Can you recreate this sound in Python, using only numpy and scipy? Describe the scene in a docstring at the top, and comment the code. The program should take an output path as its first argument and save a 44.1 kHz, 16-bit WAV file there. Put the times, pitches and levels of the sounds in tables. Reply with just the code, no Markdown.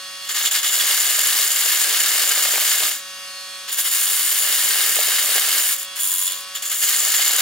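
"""Oscillating saw on a rusty pipe stub

A cordless saw cuts a stub on a finned cylinder head, close by, in a humming workshop.
The motor holds one speed: drive lines plus gear noise. The teeth skip, bite and rasp on each
half stroke, the thin blade rings, and the head shudders and knocks under pressure.
Between cuts the tool runs free; once the blade mostly bounces on the rim."""
import sys
import numpy as np
from scipy import signal
from scipy.fft import rfft, irfft, next_fast_len
from scipy.io import wavfile
from scipy.ndimage import map_coordinates

SR = 44100
rng = np.random.default_rng(int(sys.argv[2]) if len(sys.argv) > 2 else 0)


def wav_out(sig):
    """Save sig, one row per channel (or a flat mono array), as 16-bit PCM at SR to the path in sys.argv[1]."""
    wavfile.write(sys.argv[1], SR, np.round(np.clip(np.atleast_2d(sig).T, -1, 1) * 32767).astype(np.int16))


N = 326781
MOTOR_HZ = 186.4

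# blade on work: (start [s], length [s], rise [s], fall [s], level [dB], grip re level [dB], ring [dB])
CONTACTS = [(0.16, .12, .1, .02, -46, 8.5, -43), (0.284, .039, 0.011, 0.024, -33, 9.5, -26.5),
            (0.34, 0.14, .007, 0.047, -28.5, 6, -26.5), (0.51, 0.013, 0.0036, 0.059, -26.5, 3.5, -23.5),
            (0.529, 0.033, 0.016, 0.096, -23, 1.5, -25.5), (0.628, 0.069, 0.0037, 0.057, -25.5, 1.5, -25),
            (0.706, 2.16, 0.018, 0.15, -22, -1.5, -24.5), (3.675, 0.03, 0.011, 0.029, -33.5, 7.5, -43),
            (3.708, 0.024, .022, 0.058, -25, -1.5, -27), (3.764, .029, 0.021, 0.08, -18.5, -3.5, -26),
            (3.827, 0.057, .035, 0.051, -22, -3, -25), (3.899, 1.834, .016, 0.05, -21, -3.5, -26.5),
            (5.76, 0.07, .025, 0.037, -33.5, -2, -32.5), (5.955, 0.044, 0.0068, .04, -35.5, 4, -34.5),
            (5.973, .3, .03, 0.065, -25, -8.5, -27.5), (6.267, 0.063, 0.017, 0.12, -35, 3.5, -33),
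            (6.548, .022, 0.0037, .04, -38, 8.5, -31.5), (6.621, .085, 0.0034, .03, -33, 0.5, -28.5),
            (6.712, 0.014, 0.0061, .04, -22, -2, -28), (6.73, 0.094, 0.017, .03, -26, -7.5, -28),
            (6.803, 0.037, 0.031, 0.045, -21.5, 0.5, -19.5), (6.844, 0.58, 0.022, .05, -23, -2.5, -23)]
# hand pressure: (time [s], level [dB])
PRESSURE_DB = [(0.3, -7.5), (0.8, 0), (1.4, -2), (2.2, 2), (2.55, 0), (2.68, -1), (2.88, 2), (3.7, -7.5),
               (4.3, -4.5), (4.6, 1), (5.0, 1.5), (5.15, 2.5), (5.58, 1.5), (5.78, -8), (6.88, -2),
               (7.1, 0.5), (7.41, 5)]
# blade bouncing: (time [s], share [0-1])
BOUNCE_SHARE = [(0, 0), (3.95, 0.09), (4.1, 0.35), (4.3, 0.24), (4.45, 0.23), (5.6, 0.12), (5.8, 0.1),
                (6.0, 0.44), (6.1, 0.83), (6.27, 0.8), (6.45, 0.5), (6.55, 0.01)]
# contact point on the edge: (time [s], position [0 middle, 1 corner])
CORNER_SHARE = [(0, 0.064), (3.0, 0.096), (3.6, 0.91), (4.3, 0.56), (5.5, 0.28), (6.0, 1), (6.4, 0.83),
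                (6.6, .1), (7.41, 0.15)]
# snags that bend the blade: (time [s], level [dB], half width [s])
SNAG_SWELLS = [(0.468, -19.5, 0.013), (0.52, -26, .007), (0.58, -24, .008), (0.68, -25, 0.034),
               (0.802, -23.5, 0.0093), (3.702, -32, 0.0097), (6.3, -31.5, 0.037), (6.563, -31, 0.012)]
# head rocking on its support: (time [s], level [dB], knocks [count])
KNOCK_RUNS = [(2.375, -25, 1), (2.456, -26, 1), (2.536, -22, 3), (2.616, -22, 1), (2.804, -25, 2),
              (4.757, -29, 1), (4.794, -28, 1), (4.967, -23, 3), (5.357, -23, 2), (7.193, -28, 1),
              (7.337, -30, 1), (7.387, -26, 1)]

# blade, head and support resonances: (frequency [Hz], width [Hz], level [dB])
MIDDLE_MODES = [(3380, 110, -11), (6795, 80, -3), (6900, 70, -5), (7020, 80, -2), (7160, 80, 1),
                (7270, 80, -1), (7380, 80, -7), (7520, 80, -7), (8800, 500, -11), (10325, 60, -3),
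                (10790, 60, -1), (10920, 60, -8), (11740, 70, -9), (12380, 160, -8), (14530, 60, 0)]
CORNER_MODES = [(3380, 80, -9), (7110, 100, 4), (7230, 120, -2), (7480, 120, -9), (9270, 160, -4),
                (9420, 130, 0), (10800, 60, 5), (11600, 60, -6), (11790, 60, -5), (12360, 200, -2),
                (13600, 220, -9), (14515, 80, 1), (14950, 300, -11), (15480, 150, -8)]
BENDING_MODES = [(2980, 90, -5), (3375, 70, 0), (3460, 70, -6), (3750, 70, -10), (7160, 60, 4)]
HEAD_MODES = [(1250, 50, -6), (1380, 70, -7), (1620, 90, -3), (1725, 70, 1), (1835, 70, 1), (2040, 50, -5),
              (2130, 50, 4), (2610, 60, -5), (2830, 70, -2), (2915, 90, 3), (3010, 80, 0), (3160, 80, -4),
              (3380, 90, -4), (3735, 90, 2), (4290, 130, -2), (4450, 130, -6), (4850, 110, -4),
              (5750, 170, -7)]
SUPPORT_MODES = [(278.5, 6.2, 0), (357, 28, -3), (457, 23, 8), (620, 155, 8.5), (724, 34, 5.5),
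                 (885, 60, -28.5)]

# free-running drive: (harmonic [x stroke rate], level [dB])
DRIVE_LINES = [(1, -26), (2, -31), (3, -9.5), (4, -14), (5, -24), (6, -4), (7, -8.5), (8, -8), (9, -8),
               (10, -6), (11, -16), (12, -11), (13, -12), (14, -8), (15, -2), (16, -10), (17, -12),
               (18, -4), (19, -16), (20, -6.5), (21, -9), (22, -16), (23, 0), (24, -13), (25, -10),
               (26, -3), (27, -11), (28, -12), (29, -9), (30, -15), (31, -15), (32, -13), (33, -12),
               (34, -15), (35, -12), (36, -11), (37, -13), (38, -9), (39, -11)]
# whines swelling as the tool moves: (time [s], harmonic 18 gain [dB], harmonic 23 gain [dB])
WHINE_DB = [(0, 3, 3), (0.22, 8, 1), (3.22, 0, -8), (3.34, -6, 3), (3.58, 5, 1), (4.2, -13, -2),
            (5.75, -4, -10), (5.86, 9, -1), (6.1, 3, -3), (7.41, 3, 2)]
# workshop hum: (frequency [Hz], level [dB])
HUM_LINES = [(118.4, -79), (150.7, -71.5), (209.9, -76.5), (242.2, -69), (269.2, -71)]

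# spectra of scrape, rust dust, gears, rattle and room: (frequency [Hz], level [dB])
RASP_SPECTRUM = [(200, -30.5), (600, -18.5), (950, -13), (1300, -3), (1800, 1.5), (2400, 1), (3000, 2.5),
                 (4000, 3), (5000, 4.5), (6400, -2), (8000, -15.5), (12000, -16), (16000, -33)]
DUST_SPECTRUM = [(4000, -34), (7000, -14), (8000, -4), (8800, 0), (9500, -2), (9950, -6), (10700, -3),
                 (11300, -5), (12380, -1), (12900, -6), (13500, -4.5), (14100, -6), (15000, -2.5),
                 (15700, -4)]
GEAR_SPECTRUM = [(300, -22), (500, -14), (850, -12), (1100, -3), (2200, -4), (2900, 0), (4000, -1),
                 (5000, 0), (6800, -1), (7700, -4), (8700, 2), (10000, -4), (12000, -6), (15500, -16)]
RATTLE_SPECTRUM = [(250, -30), (470, -6), (800, -26), (1020, 7), (1400, -14), (2000, -7), (2900, 7),
                   (4000, 9), (7000, -20)]
ROOM_SPECTRUM = [(25, -24), (60, -5), (100, -2), (150, -7), (240, 3), (330, 4), (600, 7), (2000, -6.5)]

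# sideways reflections: (frequency [Hz], side gain [dB])
SIDE_SPECTRUM = [(60, -22), (170, -33), (350, -25), (700, -13), (1400, -10), (2800, -5.7), (5600, -6),
                 (10000, -4.5), (15000, -5.3)]
# stereo balance: (frequency [Hz], left re right [dB])
TILT_DB = [(330, 0), (800, -.4), (1800, -.6), (2740, 0), (4190, 1), (6410, 1.3), (9810, .5)]
# stereo phase: (frequency [Hz], left lead [rad])
LEAD_RAD = [(0, 0), (2070, 0.1), (2930, 0.84), (3270, -0.088), (4050, 1), (4310, 0.82), (7580, 1),
            (8530, -0.88), (9560, -1.1), (10300, 0.008), (10900, -1.24), (11900, -0.54), (13500, -0.72),
            (16500, 0.0)]


def cutting(stroke, touch, grip, ring, sway_db=.5, squeal_db=-17.5):
    """Teeth scrape each half stroke or bounce every second stroke; snags ring the blade."""
    bounce, corner = (np.clip(curves(rows)[0], 0, 1) for rows in (BOUNCE_SHARE, CORNER_SHARE))
    pressure_db, = curves(PRESSURE_DB)
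    rasp = grip * amp(.48 * pressure_db + sway_db * wobble(11))
    fizz = touch * amp(sway_db * wobble(11))
    # pressure damps the bending modes
    squeal = ring * amp(squeal_db - corner - 1.5 * pressure_db) + swells(SNAG_SWELLS)
    hops = bursts(stroke / 2, scatter_db=1, jitter_turns=.035, decay_s=.008)
    scrape = bursts(2 * stroke, scatter_db=3, jitter_turns=.28, decay_s=.0058)
    snags = bursts(2 * stroke, scatter_db=4, jitter_turns=.32, decay_s=.0025)
    feed = amp(.33 * wobble(45))  # uneven hand pressure
    force = feed * np.sqrt((1 - bounce) * scrape ** 2 + bounce * hops ** 2)
    blows = np.sqrt((1 - bounce) * snags ** 2 + bounce * unit(hops ** 2) ** 2)
    teeth = amp(-2.5) * unit(coloured(force * grit(spread_db=4), RASP_SPECTRUM))
    head = amp(-2.5) * rung(force * grit(spread_db=3), HEAD_MODES)
    dust = unit(coloured(force * grit(spread_db=3), DUST_SPECTRUM))
    middle = amp(2) * np.sqrt(1 - corner) * rung(blows * noise(), MIDDLE_MODES)
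    edge = amp(4.5) * np.sqrt(corner) * rung(blows * noise(), CORNER_MODES)
    # a bouncing corner sheds less dust and rings the top modes instead
    chime = amp(-1) * rung(blows * noise(), [mode for mode in CORNER_MODES if mode[0] > 8000])
    chime_share = .62 * bounce + .22 * corner
    treble = np.sqrt(1 - chime_share) * dust + np.sqrt(chime_share) * chime
    bending = rung(force * noise(), BENDING_MODES)
    return rasp * (teeth + head) + ring * (middle + edge) + fizz * treble + squeal * bending


def contact(fall_db=19, ring_db_per_db=.64):
    """Touch, grip and ring gains: each contact rises, holds, fades and lifts; the ring fades slower."""
    t = np.arange(N) / SR
    gains = np.zeros((3, N))
    for start_s, length_s, rise_s, fall_s, db, grip_db, ring_db in CONTACTS:
        on = slice(int(start_s * SR), int((start_s + length_s + fall_s) * SR))
        leaving = np.clip((t[on] - start_s - length_s) / fall_s, 0, 1)
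        gate = np.clip((t[on] - start_s) / rise_s, 0, 1) * (1 - leaving ** 10)
        fade_db = -fall_db * leaving
        levels_db = [db + fade_db, db + grip_db + fade_db, ring_db + ring_db_per_db * fade_db]
        gains[:, on] = np.maximum(gains[:, on], gate * amp(levels_db))
    return gains


def bites(clink_db=2.5, ref_rise_s=.005):
    """A tooth catches the rim on landing: a clink over a short scrape, softer on slow landings."""
    clink = rung(noise(), MIDDLE_MODES + BENDING_MODES)
    scrape = amp(-8) * unit(coloured(noise(), RASP_SPECTRUM))
    landings = [(start_s + rise_s / 2, db + clink_db - 20 * np.log10(rise_s / ref_rise_s))
                for start_s, _, rise_s, _, db, *_ in CONTACTS]
    return struck(landings, decay_s=.0091) * (clink + scrape)


def motor(stroke, load, level_db=-35, damping_db=-8, flutter_db=2):
    """Lines of the eccentric drive, plus gear noise swelling at both ends of each stroke."""
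    whines_db = {k: db + flutter_db * wobble(30) for k, db in zip((18, 23), curves(WHINE_DB))}
    lines = 0
    for k, db in DRIVE_LINES:
        drift_db = min(.4 + .1 * k, 2.2) * wobble(4)  # short waves shift most as the tool moves
        held_db = damping_db * load * (k < 17)  # the work holds the blade, damping low lines
        lines += amp(db + whines_db.get(k, 0) + drift_db + held_db) * partial(k * stroke)
    lines /= np.sqrt(sum(amp(db) ** 2 for _, db in DRIVE_LINES) / 2)
    slap = 1 + .42 * np.cos(4 * np.pi * stroke)
    gears = unit(coloured(noise() * slap, GEAR_SPECTRUM))
    return amp(level_db - .5 * load) * (amp(-1.66) * lines + amp(-3.5) * gears)


def casting(stroke, grip, grind_db=-22, strokes_per_knock=4):
    """The heavy head shudders under the blade; rocking, it knocks and rings its fins."""
    hits = [(time_s + k * strokes_per_knock / MOTOR_HZ, db)
            for time_s, db, count in KNOCK_RUNS for k in range(count)]
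    knocks = struck(hits, decay_s=.0039)
    shudder = bursts(2 * stroke, scatter_db=6.5, jitter_turns=.45, decay_s=.0032) * grit(spread_db=2)
    force = grip * amp(grind_db + curves(PRESSURE_DB)[0]) * shudder + amp(-4) * knocks * noise()
    thud = coloured(rung(force, SUPPORT_MODES), [(60, -26), (150, -31), (250, 1), (900, 1), (2500, 18)])
    fins = amp(-2) * knocks * rung(noise(), HEAD_MODES[:11])
    return np.std(force) * thud + fins


def rattle(stroke, level_db=-39):
    """Bouncing every second stroke adds tones halfway between the drive lines."""
    halfway = sum(amp(rng.normal(0, 3)) * partial((k + .5) * stroke) for k in range(2, 22))
    return amp(level_db) * curves(BOUNCE_SHARE)[0] * unit(coloured(halfway, RATTLE_SPECTRUM))


def workshop(floor_db=-62):
    """Low, slightly wavering hum over room noise."""
    t = np.arange(N) / SR
    hum = sum(amp(db + 1.6 * wobble(2.9)) * np.sin(2 * np.pi * hz * t + .5 * wobble(4.2))
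              for hz, db in HUM_LINES)
    return hum + amp(floor_db) * unit(coloured(rng.standard_normal(N), ROOM_SPECTRUM))


def echoes(x, t60_s, delay_s):
    """Diffuse reflections from a unit-energy tail."""
    t = np.arange(SR // 2) / SR
    tail = rng.standard_normal(len(t)) * amp(-60 * t / t60_s) * (t > delay_s)
    return signal.fftconvolve(x, tail / np.linalg.norm(tail))[:N]


def bursts(phase, scatter_db, jitter_turns, decay_s):
    """Envelope of one blow per turn of phase, uneven in time and size; rms 1."""
    turns = np.arange(int(phase[-1]))
    timing, size = rng.standard_normal((len(turns), 2)).T
    onsets = np.interp(turns + jitter_turns * timing, phase, np.arange(N)).astype(int)
    blows = np.bincount(onsets, amp(scatter_db * np.minimum(size, 2)), N)
    return unit(decaying(blows, decay_s))


def struck(events, decay_s):
    """Envelope of blows: (time [s], level [dB])."""
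    time_s, db = np.transpose(events)
    return decaying(np.bincount((time_s * SR).astype(int), amp(db), N), decay_s)


def decaying(impulses, decay_s):
    """Exponential tail on each impulse."""
    return signal.lfilter([1], [1, -np.exp(-1 / (decay_s * SR))], impulses)


def swells(events):
    """Envelope of Gaussian swells."""
    t = np.arange(N) / SR
    return sum(amp(db) * np.exp(-.5 * ((t - time_s) / width_s) ** 2) for time_s, db, width_s in events)


def grit(spread_db):
    """Tiny fractures of rust and steel, very unequal in size."""
    return unit(noise() * amp(spread_db * np.minimum(rng.standard_normal(N), 2)))


def noise():
    """Independent white noise in mid and side."""
    return rng.standard_normal((2, N))


def partial(phase):
    """Sine of phase [turns], randomly offset in mid and side."""
    return np.sin(2 * np.pi * (phase % 1 + rng.random((2, 1))))


def wobble(rate_hz):
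    """Smooth random curve, rate_hz knots a second."""
    count = int(N * rate_hz / SR) + 4
    smooth = map_coordinates(rng.standard_normal(count), [np.arange(8 * count - 8) / 8])
    return np.interp(np.arange(N) * 8 * rate_hz / SR, np.arange(len(smooth)), smooth)


def rung(x, modes):
    """x through a resonator bank; rms 1."""
    return unit(filtered(x, lambda f: sum(amp(db) * 1j * f * width / (hz * hz - f * f + 1j * f * width)
                                          for hz, width, db in modes)))


def coloured(x, spectrum):
    """x through a spectrum: (frequency [Hz], level [dB])."""
    return filtered(x, lambda hz: amp(along(spectrum, hz)))


def filtered(x, response):
    """x through a complex frequency response."""
    size = next_fast_len(N + SR // 4)
    hz = np.fft.rfftfreq(size, 1 / SR).astype(np.float32)
    return irfft(rfft(x.astype(np.float32), size) * response(hz), size)[..., :N]


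def along(points, hz):
    """Points joined on a log frequency axis."""
    knots_hz, values = np.transpose(points)
    return np.interp(np.log(hz + 1), np.log(knots_hz + 1), values)


def curves(rows):
    """Per-sample curve for each column after time."""
    time_s, *columns = np.transpose(rows)
    return [np.interp(np.arange(N) / SR, time_s, column) for column in columns]


def amp(db):
    """Decibels to gain."""
    return np.exp(np.asarray(db) * (np.log(10) / 20))


def unit(x):
    """Scale to rms 1."""
    return x / np.sqrt(np.mean(x ** 2) + 1e-20)


def scene(highpass_hz=170):
    """Tool and work in front; fins, floor and walls spread the treble sideways."""
    touch, grip, ring = contact()
    load = np.clip((grip + touch) / amp(-18), 0, 1)
    tremble = .0004 * wobble(12) + (.0012 + .00243 * load) * wobble(90)
    stroke = np.cumsum(MOTOR_HZ * (1 + tremble)) / SR  # phase [turns]
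    work = motor(stroke, load) + cutting(stroke, touch, grip, ring)
    work += bites() + rattle(stroke) + casting(stroke, grip)
    # small parts radiate no deep bass
    work = signal.sosfilt(signal.butter(4, highpass_hz, "high", fs=SR, output="sos"), work)
    mid, side = work + workshop()
    mid = mid + amp(-18) * echoes(mid, t60_s=.25, delay_s=.006)
    side = amp(-2) * coloured(side, SIDE_SPECTRUM)
    half = np.array([[.5], [-.5]])  # left, right
    return filtered(np.array([mid + side, mid - side]),
                    lambda hz: amp(half * along(TILT_DB, hz)) * np.exp(1j * half * along(LEAD_RAD, hz)))


def record(dry, top_hz=15800):
    """Soft peak limit, then band limit."""
    rounded = dry / (1 + np.abs(dry) ** 8) ** (1 / 8)
    return filtered(rounded, lambda hz: hz < top_hz)


dry = scene()
out = record(dry)
wav_out(out)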